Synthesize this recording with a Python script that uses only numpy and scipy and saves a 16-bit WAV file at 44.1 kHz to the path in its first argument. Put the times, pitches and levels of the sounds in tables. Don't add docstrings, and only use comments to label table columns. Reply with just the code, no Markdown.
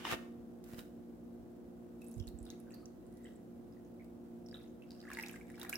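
import sys
import numpy as np
from scipy import signal
from scipy.fft import rfft, irfft, next_fast_len
from scipy.io import wavfile

SR = 44100
rng = np.random.default_rng(int(sys.argv[2]) if len(sys.argv) > 2 else 0)


def dump(signal):
    limited = np.clip(np.atleast_2d(signal).T, -1, 1)
    pcm = np.round(limited * 32767).astype(np.int16)
    wavfile.write(sys.argv[1], SR, pcm)


N = 254456
TIME = np.arange(N) / SR

# [t/s, pitch f/Hz, peak level/dB, life to -60 dB/cycles]
BUBBLES = [ (2.017, 2560, -57, 56), (2.018, 12100, -47, 8), (2.045, 12200, -47, 20), (2.072, 8300, -50, 35),
           (2.084, 10350, -43, 34), (2.115, 10400, -44.5, 13), (2.122, 6060, -60, 22),
           (2.141, 7390, -47.5, 34), (2.180, 7540, -49, 10), (2.199, 5630, -44, 12), (2.2, 3270, -53, 40),
           (2.225, 3200, -55, 27), (2.272, 7600, -39, 12.4), (2.278, 4180, -44, 27),
           (2.286, 13400, -42.5, 11), (2.388, 7800, -45, 35), (2.429, 9100, -46.5, 22),
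           (2.453, 10000, -47, 11), (2.454, 4840, -58, 22), (2.463, 1350, -62, 18), (2.465, 3680, -52, 32),
           (2.49, 3500, -54, 13), (2.499, 2000, -64, 23), (2.5025, 6370, -38, 16), (2.503, 3670, -44, 22),
           (2.512, 4200, -49, 14), (2.524, 1950, -62, 14), (2.601, 10500, -46, 19), (2.669, 1600, -63, 22),
           (2.685, 1500, -60, 25), (2.706, 2500, -56, 16), (2.715, 1750, -61, 24), (2.732, 1830, -64, 24),
           (2.708, 7900, -53, 40), (2.721, 6470, -53, 21), (2.738, 4350, -54, 68), (2.744, 12800, -43, 11),
           (2.828, 1195, -60.5, 56), (2.857, 6100, -42, 20), (3.066, 8600, -55, 12),
           (3.125, 10000, -54, 13), (3.171, 10100, -52.5, 7.8), (3.244, 7800, -51, 36),
           (3.250, 1870, -54.5, 39), (3.268, 1900, -56, 30), (3.257, 3000, -55.5, 35),
           (3.27, 3100, -57, 44), (3.308, 3030, -64, 24), (3.357, 7800, -59, 110), (3.724, 5000, -67, 44),
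           (3.768, 1880, -68, 33), (3.850, 6430, -66, 31), (3.996, 2215, -56.5, 62), (4.008, 2250, -56, 68),
           (4.044, 8200, -60, 3.3), (4.463, 5520, -52, 29), (4.487, 4820, -50, 12),
           (4.512, 4860, -50.5, 73), (4.528, 1650, -51.5, 13), (4.543, 3610, -42.5, 36),
           (4.556, 3380, -49, 28), (4.569, 3720, -53.5, 23), (4.590, 3550, -60, 28), (4.549, 1343, -52, 19),
           (4.572, 1370, -60, 14), (4.622, 3460, -59, 23), (4.639, 3600, -59, 24), (4.681, 6200, -62, 25),
           (4.822, 2660, -51, 19), (4.836, 2420, -61, 10), (4.907, 4630, -44, 15), (4.918, 4770, -47.5, 19),
           (4.949, 4960, -60, 26), (4.976, 4880, -61, 19), (5.003, 4830, -48.5, 16.5),
           (5.014, 4700, -49.5, 14), (5.028, 1890, -53, 8.9), (5.038, 1680, -58, 24),
           (5.053, 1780, -48, 15), (5.069, 1450, -51, 19), (5.076, 1616, -48, 71), (5.1017, 1550, -43, 14),
           (5.102, 1060, -46.5, 17), (5.115, 1570, -37.5, 19), (5.115, 2480, -46.5, 18),
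           (5.123, 1410, -53, 22), (5.129, 2170, -43, 23), (5.142, 2150, -47, 18),
           (5.134, 7250, -34.5, 8.9), (5.149, 4300, -42, 14), (5.171, 1860, -33, 13),
           (5.187, 1900, -31, 20), (5.189, 2530, -45.5, 16), (5.197, 1920, -34, 19), (5.198, 2530, -46, 20),
           (5.21, 1815, -45, 17), (5.2247, 1518, -45, 12), (5.21, 5130, -43, 17), (5.228, 5400, -42.5, 25),
           (5.226, 11300, -37, 45), (5.2357, 2230, -33, 26), (5.251, 1900, -59, 13),
           (5.261, 5440, -42.5, 9.8), (5.263, 3940, -40, 14), (5.284, 6530, -36.5, 8.4),
           (5.294, 2200, -43, 21), (5.295, 2900, -46, 24), (5.313, 11600, -43, 22.5),
           (5.333, 7640, -45.5, 25), (5.340, 1540, -45.5, 26), (5.359, 1910, -44, 25),
           (5.359, 7600, -47, 19), (5.411, 2210, -48.5, 31), (5.483, 2100, -54.5, 19),
           (5.501, 1887, -46, 9.4), (5.542, 2130, -53.5, 43), (5.556, 5270, -52.5, 12),
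           (5.58, 1450, -48.5, 10), (5.583, 910, -55, 11), (5.595, 1645, -60, 12.7),
           (5.597, 10800, -36, 14), (5.599, 3160, -49, 13), (5.613, 1387, -52, 21),
           (5.614, 3420, -41.5, 37), (5.615, 5130, -39, 8.6), (5.620, 2000, -49, 19), (5.63, 1260, -45, 14),
           (5.630, 14300, -32.5, 12), (5.631, 2000, -51, 20), (5.648, 1820, -40, 16),
           (5.6504, 1170, -45, 12), (5.662, 1660, -48, 14), (5.667, 2180, -50, 18), (5.692, 3740, -48, 22),
           (5.693, 1500, -44, 12), (5.701, 1310, -48, 18), (5.696, 7540, -37, 49), (5.695, 11500, -23, 19),
           (5.7279, 2160, -31, 27), (5.728, 7200, -35, 15), (5.730, 1425, -40.5, 43),
           (5.7338, 2550, -33.5, 27), (5.7405, 1660, -52, 16), (5.742, 11200, -35, 29),
           (5.745, 2380, -46, 15), (5.7558, 5200, -32, 31), (5.756, 13000, -34, 22)]
# [t/s, hold/s, churn level/dB, typical bubble pitch f/Hz, fine spray level/dB]
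SURGES = [(2.026, 0.14, -79, 5900, -70.5), (2.471, 0.068, -66.5, 3070, -76.5),
          (2.72, 0.056, -67, 1850, -73.5), (3.248, 0.05, -67, 2240, -72),
          (4.549, 0.084, -65.5, 3270, -75.5), (4.906, 0.18, -66, 4720, -79.5),
          (5.101, 0.18, -56, 2130, -72), (5.327, 0.034, -59.5, 1930, -65.5), (5.484, 0.078, -66, 2079, -71),
          (5.602, 0.049, -56.5, 1760, -71), (5.733, .04, -57.5, 1680, -59)]
# [f/Hz, level/dB, t60/s]
BOTTLE = [(754, -8, 0.016), (880, -12, 0.014), (1164, -5.5, 0.011), (1440, -3, 0.0056),
          (1906, -13.5, 0.025), (2690, -15.5, 0.026), (3076, -14, 0.022), (3784, -14.5, 0.028),
          (4030, -24, 0.017), (5040, -13.5, 0.017)]

FULL_CHURN_DB = -55
FIZZ_HZ = 5860


def bubbles(wander_db=2, fizz_pan_db=-3.5, lag_s=.00008, faint_climb=0.24):
    full_climb_per_s, climb_follows = 52, 0.93
    typical_db, typical_hz = churn()
    climb_per_s = full_climb_per_s * from_db(climb_follows * (typical_db - FULL_CHURN_DB))
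    places = rng.standard_normal((N // 10, 2))
    faint = fragments() + swarm(typical_db, typical_hz)
    climbs = [1] * len(BUBBLES) + [faint_climb] * len(faint)
    out = np.zeros((2, N))
    for (s, hz, db, cycles), climb, (side, path) in zip(BUBBLES + faint, climbs, places):
        rise = climb * climb_per_s[min(int(s * SR), N - 1)] * cycles / hz
        pan_db = wander_db * min(hz / FIZZ_HZ, 1) * side + fizz_pan_db * hz / FIZZ_HZ
        left, right = pan(pan_db) * bubble(hz, db, cycles, rise)
        add(out[0], s, left)
        add(out[1], s + lag_s * path, right)
    return out


def bubble(hz, db, cycles, rise, birth=0.072):
    samples = np.arange(int(1.2 * cycles / hz * SR) + 2)
    life = samples * hz / (cycles * SR)
    turns = cycles * (life + rise * life ** 2 / 2)
    swell = from_db(-60 * life) * (1 - np.exp(-(life / birth) ** 2))
    return from_db(db) * swell / swell.max() * np.sin(2 * np.pi * turns)


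def fragments(count=3, cycles=30):
    gap_s, loss_db, top_db, detune = 0.011, 5.5, -54, 0.066
    chance = rng.uniform(-1, 1, (len(BUBBLES), count, 2))
    rows = []
    for (s, hz, db, _), run in zip(BUBBLES, chance):
        for k, (late, pitch) in enumerate(run, 1):
            level_db = min(db, top_db) - loss_db * k
            rows.append((s + gap_s * (k + late / 2), hz * (1 + detune * pitch), level_db, cycles))
    return rows


def swarm(typical_db, typical_hz, cycles=18, octaves=1.63):
    pour_start_s, fizz_share = 1.9, 0.23
    full_per_s, rate_follows = 390, 0.42
    per_s = full_per_s * from_db(rate_follows * (typical_db - FULL_CHURN_DB))
    born = np.flatnonzero((rng.random(N) < per_s / SR) & (TIME > pour_start_s))
    rows = []
    for i, (kind, pitch, life) in zip(born, rng.random((N, 3))[born]):
        centre_hz = FIZZ_HZ if kind < fizz_share else typical_hz[i]
        hz = centre_hz * 2 ** (octaves * (pitch - .5))
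        rows.append((i / SR, hz, typical_db[i], cycles * (.5 + life)))
    return rows


def churn(trickle_db=-83, trickle_hz=2365):
    _, _, db, hz, _ = np.transpose(SURGES)
    levels = np.vstack([surge_levels(db), np.full(N, trickle_db)])
    return levels.max(0), np.append(hz, trickle_hz)[levels.argmax(0)]


def surge_levels(levels_db, rise_db_per_s=234, fall_db_per_s=158.5):
    rows = []
    for (s, hold, *_), db in zip(SURGES, levels_db):
        corners_s = [s - 1, s, s + hold, s + hold + 1]
        rows.append(np.interp(TIME, corners_s, [db - rise_db_per_s, db, db, db - fall_db_per_s]))
    return np.array(rows)


def wash(wash_db=-10.0):
    # [f/Hz, density level/dB]
    wash_colour = [(400, -17), (800, -13), (1400, 8), (2300, -5.5), (3000, -4.5), (4500, -8), (9000, -20)]
    level_db = surge_levels([row[2] for row in SURGES]).max(0) + wash_db
    return friction(np.column_stack([TIME, level_db]), wash_colour, slips_per_s=2500, spread_db=2)


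def spray(pinch_db=-18, pinch_t60=0.039, brief_cycles=16, prickle_db=-4):
    # [f/Hz, density level/dB]
    spray_colour = [(500, -3), (850, -4.5), (1900, -8), (3200, -7.5), (6000, -6.5), (10000, -4),
                    (15000, -6.5)]
    t, ticks = TIME[:SR // 50], np.zeros(N)
    for s, hz, db, cycles in BUBBLES:
        briefness = (brief_cycles / cycles) ** 0.91
        add(ticks, s, from_db(db + pinch_db - 60 * t / pinch_t60) * briefness)
    spray_db = surge_levels([row[-1] for row in SURGES]).max(0) + prickle_db
    prickle = friction(np.column_stack([TIME, spray_db]), spray_colour, slips_per_s=1200, spread_db=3)
    return prickle + ticks * coloured(rng.standard_normal((2, N)), spray_colour)


def droplets(per_s=70, above_spray_db=15, spread_db=7, hz=10000, octaves=1.0, cycles=17):
    typical_db = surge_levels([row[-1] for row in SURGES]).max(0) + above_spray_db
    born = np.flatnonzero(rng.random(N) < per_s / SR)
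    out = np.zeros(N)
    for i, (pitch, loud) in zip(born, rng.random((N, 2))[born] - .5):
        level_db = typical_db[i] + spread_db * loud
        add(out, i / SR, bubble(hz * 2 ** (octaves * pitch), level_db, cycles, rise=0))
    return out


def hollow(width_hz=35):
    # [t/s, f/Hz, rms level/dB]
    hollow_curve = [(5.03, 1520, -73), (5.07, 1230, -71), (5.105, 1080, -59), (5.15, 970, -74),
                    (5.19, 882, -58), (5.26, 800, -67), (5.34, 790, -79), (5.56, 895, -94),
                    (5.585, 854, -68.5), (5.65, 773, -64), (5.77, 684, -66)]
    hz, db = in_time(hollow_curve)
    tone = rms_one(wavering_resonance(rng.standard_normal(N), hz, width_hz))
    return from_db(db) * (TIME > hollow_curve[0][0]) * tone


def cluster_and_air_mode(fade_db_per_s=127):
    # [peak t/s, f/Hz, level/dB, width/Hz, rise/(dB per s)]
    unsteady_tones = [(2.742, 4550, -68.5, 380, 4000), (3.26, 1960, -73, 70, 103)]
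    out = 0
    for s, hz, db, width_hz, rise in unsteady_tones:
        phase = 2 * np.pi * hz * TIME
        tone = drift(width_hz) * np.sin(phase) + drift(width_hz) * np.cos(phase)
        below_peak_db = np.maximum(rise * (s - TIME), fade_db_per_s * (TIME - s))
        out = out + from_db(db - below_peak_db) * tone
    return out


def cup(x, echo_db=-7, echo_t60=0.02, slosh_hz=5, slosh_detune=0.027):
    # [f/Hz, width/Hz, level/dB]
    cup_modes = [(690, 51, 4), (810, 45, 3), (1656, 22, 5), (1897, 17, 3), (2755, 20, 6.5), (3835, 90, 4),
                 (5120, 710, -4)]
    turn = np.pi * drift(slosh_hz)
    scatter = echoes(x * np.cos(turn), echo_t60) + echoes(x * np.sin(turn), echo_t60)
    air = 0
    for hz, width, db in cup_modes:
        moving_hz = hz * (1 + slosh_detune * drift(slosh_hz))
        air = air + from_db(db) * wavering_resonance(x, moving_hz, width)
    return x + from_db(echo_db) * scatter + air


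def echoes(x, t60):
    t = TIME[:SR // 20]
    scatter = rng.standard_normal((2, len(t))) * from_db(-60 * t / t60) * (t > .001)
    scatter /= np.sqrt(np.sum(scatter ** 2, axis=1, keepdims=True))
    return signal.fftconvolve(x, scatter, axes=1)[:, :N]


def handling(wall_db=3):
    # [t/s, level/dB]
    rasp_curve = [(0, -48), (.04, -47), (.055, -36.5), (.09, -37), (.116, -29.5), (.135, -35), (.15, -38),
                  (.17, -65), (.2, -100)]
    slide_curve = [(.64, -68), (.66, -56.5), (.74, -52.5), (.77, -56), (.786, -43.5), (.83, -57), (.9, -68)]
    # [f/Hz, density level/dB]
    rasp_colour = [(60, -23), (300, -2), (700, -4), (1200, -6), (3000, -1), (4200, -10.5), (6500, -13.5),
                   (9000, -17.5), (15000, -20)]
    slide_colour = [(400, -8), (1500, 9.5), (4700, 2.5), (6500, 3), (10000, 3), (15000, 6)]
    rasp = friction(rasp_curve, rasp_colour, slips_per_s=9000, spread_db=2.2)
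    slide = friction(slide_curve, slide_colour, slips_per_s=4300, spread_db=0.0)
    rubbing = rasp + slide
    wall = 0
    for hz, db, t60 in BOTTLE:
        width_hz = np.log(1000) / (np.pi * t60)
        wall = wall + from_db(db + wall_db) * resonance(rubbing, hz, width_hz)
    return from_db(-9) * (rubbing + wall) + snaps()


def snaps(thump_t60=0.02, tick_t60=0.034, thump_db=-4, tick_db=-3, off_pitch_db=5, detune=0.038,
          spread=0.6, attack_s=0.00048):
    # [t/s, ring level/dB, favoured f/Hz, dull thump level/dB, bright tick level/dB]
    snap_list = [(0.051, -21.5, 2250, -59, -72), (0.0695, -24, 1230, -60, -62),
                 (0.116, -45, 5000, -55, -40), (0.123, -21, 1390, -24, -40), (0.128, -26, 2590, -31, -44),
                 (.1325, -23, 1500, -29, -45), (0.1397, -31.5, 3000, -27, -62),
                 (0.6401, -77, 3000, -83, -52.5), (0.735, -55, 1800, -36, -62),
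                 (0.744, -44, 3600, -54, -57), (0.783, -60, 1700, -35, -61), (0.791, -34.5, 5300, -39, -64)]
    # [f/Hz, density level/dB]
    thump_colour = [(50, -26), (90, -5), (130, 11), (300, 6), (700, -1.5), (1200, -15), (2500, -55)]
    out, thumps = np.zeros((2, N)), np.zeros(N)
    t = TIME[:SR // 8]
    for s, db, favoured_hz, low_db, high_db in snap_list:
        for hz, mode_db, t60 in BOTTLE:
            favour = from_db(-off_pitch_db * np.log2(hz / favoured_hz) ** 2)
            strength = rng.choice([-1, 1]) * (1 + spread * rng.standard_normal((2, 1))) * favour
            envelope = from_db(db + mode_db - 60 * t / t60) * (1 - np.exp(-t / attack_s))
            shifted_hz = hz * (1 + detune * rng.standard_normal())
            add(out, s, strength * envelope * np.sin(2 * np.pi * shifted_hz * t))
        tick = from_db(high_db + tick_db - 60 * t / tick_t60) * rng.standard_normal((2, len(t)))
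        add(out, s, tick)
        add(thumps, s, from_db(low_db + thump_db - 60 * t / thump_t60))
    return out + thumps * coloured(rng.standard_normal((2, N)), thump_colour)


def friction(curve, colour, slips_per_s, spread_db):
    slips = (rng.random(N) < slips_per_s / SR) * from_db(spread_db * rng.standard_normal(N))
    return from_db(in_time(curve)[0]) * coloured(slips * rng.standard_normal((2, N)), colour)


def puffs(cycles=7.2):
    # [t/s, peak level on the right/dB, f/Hz]
    puff_list = [(2.166, -32.5, 107), (2.181, -33.5, 74), (2.201, -27.5, 85), (2.268, -38, 57),
                 (2.338, -36, 63.4), (2.407, -38, 58.7)]
    out = np.zeros(N)
    for s, db, hz in puff_list:
        add(out, s, bubble(hz, db, cycles, rise=0.065, birth=0.017))
    return out * from_db([[-17], [0]])


def motor(waver=0.25, flutter=0.14, waver_hz=4, air_db=-55.5):
    # [f/Hz, rms level/dB]
    hum_tones = [(59, -85.5), (176.8, -64.5), (196, -81), (235.3, -56), (271.8, -66.5), (295, -69),
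                 (314, -75), (353.9, -60), (362.3, -70), (472, -69.5), (531, -79.5), (649.2, -76),
                 (708.3, -74.5), (767.3, -81.5), (826, -84.5), (885.2, -88.5)]
    # [t/s, level/dB]
    hum_swell = [(0, 2), (.6, .5), (1.3, 0), (2.0, 0), (2.5, 1.5), (2.9, -2), (3.6, -1), (4.1, -1),
                 (4.4, 2.5), (4.85, -2.5), (5.3, 1), (5.77, 0)]
    # [f/Hz, density level/dB]
    air_colour = [(32, -14.5), (45, -11.5), (60, 0), (76, -9), (112, -2.5), (165, -9.5), (228, 3),
                  (255, -4), (335, 0.5), (430, -10.5), (510, -7), (720, -18), (1100, -24), (2200, -40),
                  (5000, -44), (15000, -46.5)]
    tones = 0
    for hz, db in hum_tones:
        phase = 2 * np.pi * (hz * TIME + rng.random()) + waver * drift(waver_hz)
        tones = tones + np.sqrt(2) * from_db(db) * (1 + flutter * drift(waver_hz)) * np.sin(phase)
    hum = tones * from_db(in_time(hum_swell)[0]) * pan(-1.6)
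    air = from_db(air_db) * coloured(rng.standard_normal((2, N)), air_colour) * pan(0.31)
    return hum + air


def kitchen(x):
    # [f/Hz, t60/s]
    decay = [(100, 0.6), (1000, 0.55), (4000, 0.41), (8000, 0.5), (16000, 0.48)]
    t, tail = TIME[:SR // 2], 0
    edges = np.geomspace(80, 18000, 9)
    for low, high in zip(edges, edges[1:]):
        bandpass = signal.butter(2, [low, high], "band", fs=SR, output="sos")
        band = signal.sosfilt(bandpass, rng.standard_normal((2, len(t))))
        tail = tail + band * from_db(-60 * t / at_hz(decay, np.sqrt(low * high)))
    mid_t60 = decay[1][1]
    tail = tail * (t > .006) / np.sqrt(SR * mid_t60 / np.log(10 ** 6))
    return signal.fftconvolve(x.mean(0)[None], tail, axes=1)[:, :N]


def coloured(pair, spectrum):
    # [f/Hz, correlation]
    likeness = [(40, 0.64), (70, 0.24), (130, 0.49), (300, 0.57), (600, 0.048), (1300, 0.046),
                (3000, 0.009), (15000, 0.014)]
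    size = next_fast_len(N, real=True)
    hz = np.arange(size // 2 + 1) * SR / size
    alike = np.clip(at_hz(likeness, hz), 0, 1)
    mid, side = rfft(pair, size) * from_db(at_hz(spectrum, hz))
    stereo = np.sqrt(1 + alike) * mid + np.sqrt(1 - alike) * side * [[1], [-1]]
    return rms_one(irfft(stereo, size)[:, :N])


def resonance(x, hz, width_hz):
    r = np.exp(-np.pi * width_hz / SR)
    zeros = np.array([1, 0, -1]) * (1 - r * r) / 2
    return signal.lfilter(zeros, [1, -2 * r * np.cos(2 * np.pi * hz / SR), r * r], x + 1e-18)


def wavering_resonance(x, hz, width_hz):
    carrier = np.exp(2j * np.pi * np.cumsum(hz) / SR)
    r = np.exp(-np.pi * width_hz / SR)
    smoothed = signal.lfilter([1 - r], [1, -r], x * carrier.conj() + 1e-18)
    return 2 * np.real(carrier * smoothed)


def drift(rate):
    step = 40
    r = np.exp(-2 * np.pi * rate * step / SR)
    noise = rng.standard_normal(N // step + 2002)
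    slow = signal.lfilter([1], [1, -2 * r, r * r], noise)[2000:]
    return np.interp(np.arange(N) / step, np.arange(len(slow)), rms_one(slow))


def from_db(db):
    return 10 ** (np.asarray(db) / 20)


def rms_one(x):
    return x / np.sqrt(np.mean(x ** 2) + 1e-20)


def in_time(rows):
    s, *columns = np.transpose(rows)
    return [np.interp(TIME, s, c) for c in columns]


def at_hz(points, hz):
    f, value = np.transpose(points)
    return np.interp(np.log(np.maximum(hz, 1)), np.log(f), value)


def pan(db):
    return from_db(np.array([[db], [-db]]) / 2)


def add(track, s, sound):
    i = int(np.clip(s * SR, 0, N - 1))
    track[..., i:i + sound.shape[-1]] += sound[..., :N - i]


def scene(bottle_room_db=-9.0, pour_room_db=-6.5):
    bottle = handling() * pan(-1.6)
    in_cup = from_db(-2.0) * cup(bubbles() + droplets() + spray() + wash())
    pour = (in_cup + cluster_and_air_mode() + hollow()) * pan(-0.25)
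    room = kitchen(from_db(bottle_room_db) * bottle + from_db(pour_room_db) * pour)
    return bottle + pour + room + puffs() + motor()


def record(dry, low_cut_hz=38, top_cut_hz=15900):
    low_cut = signal.butter(4, low_cut_hz, "high", fs=SR, output="sos")
    top_cut = signal.ellip(10, .2, 70, top_cut_hz, fs=SR, output="sos")
    return signal.sosfilt(top_cut, signal.sosfilt(low_cut, dry))


dry = scene()
out = record(dry)
dump(out)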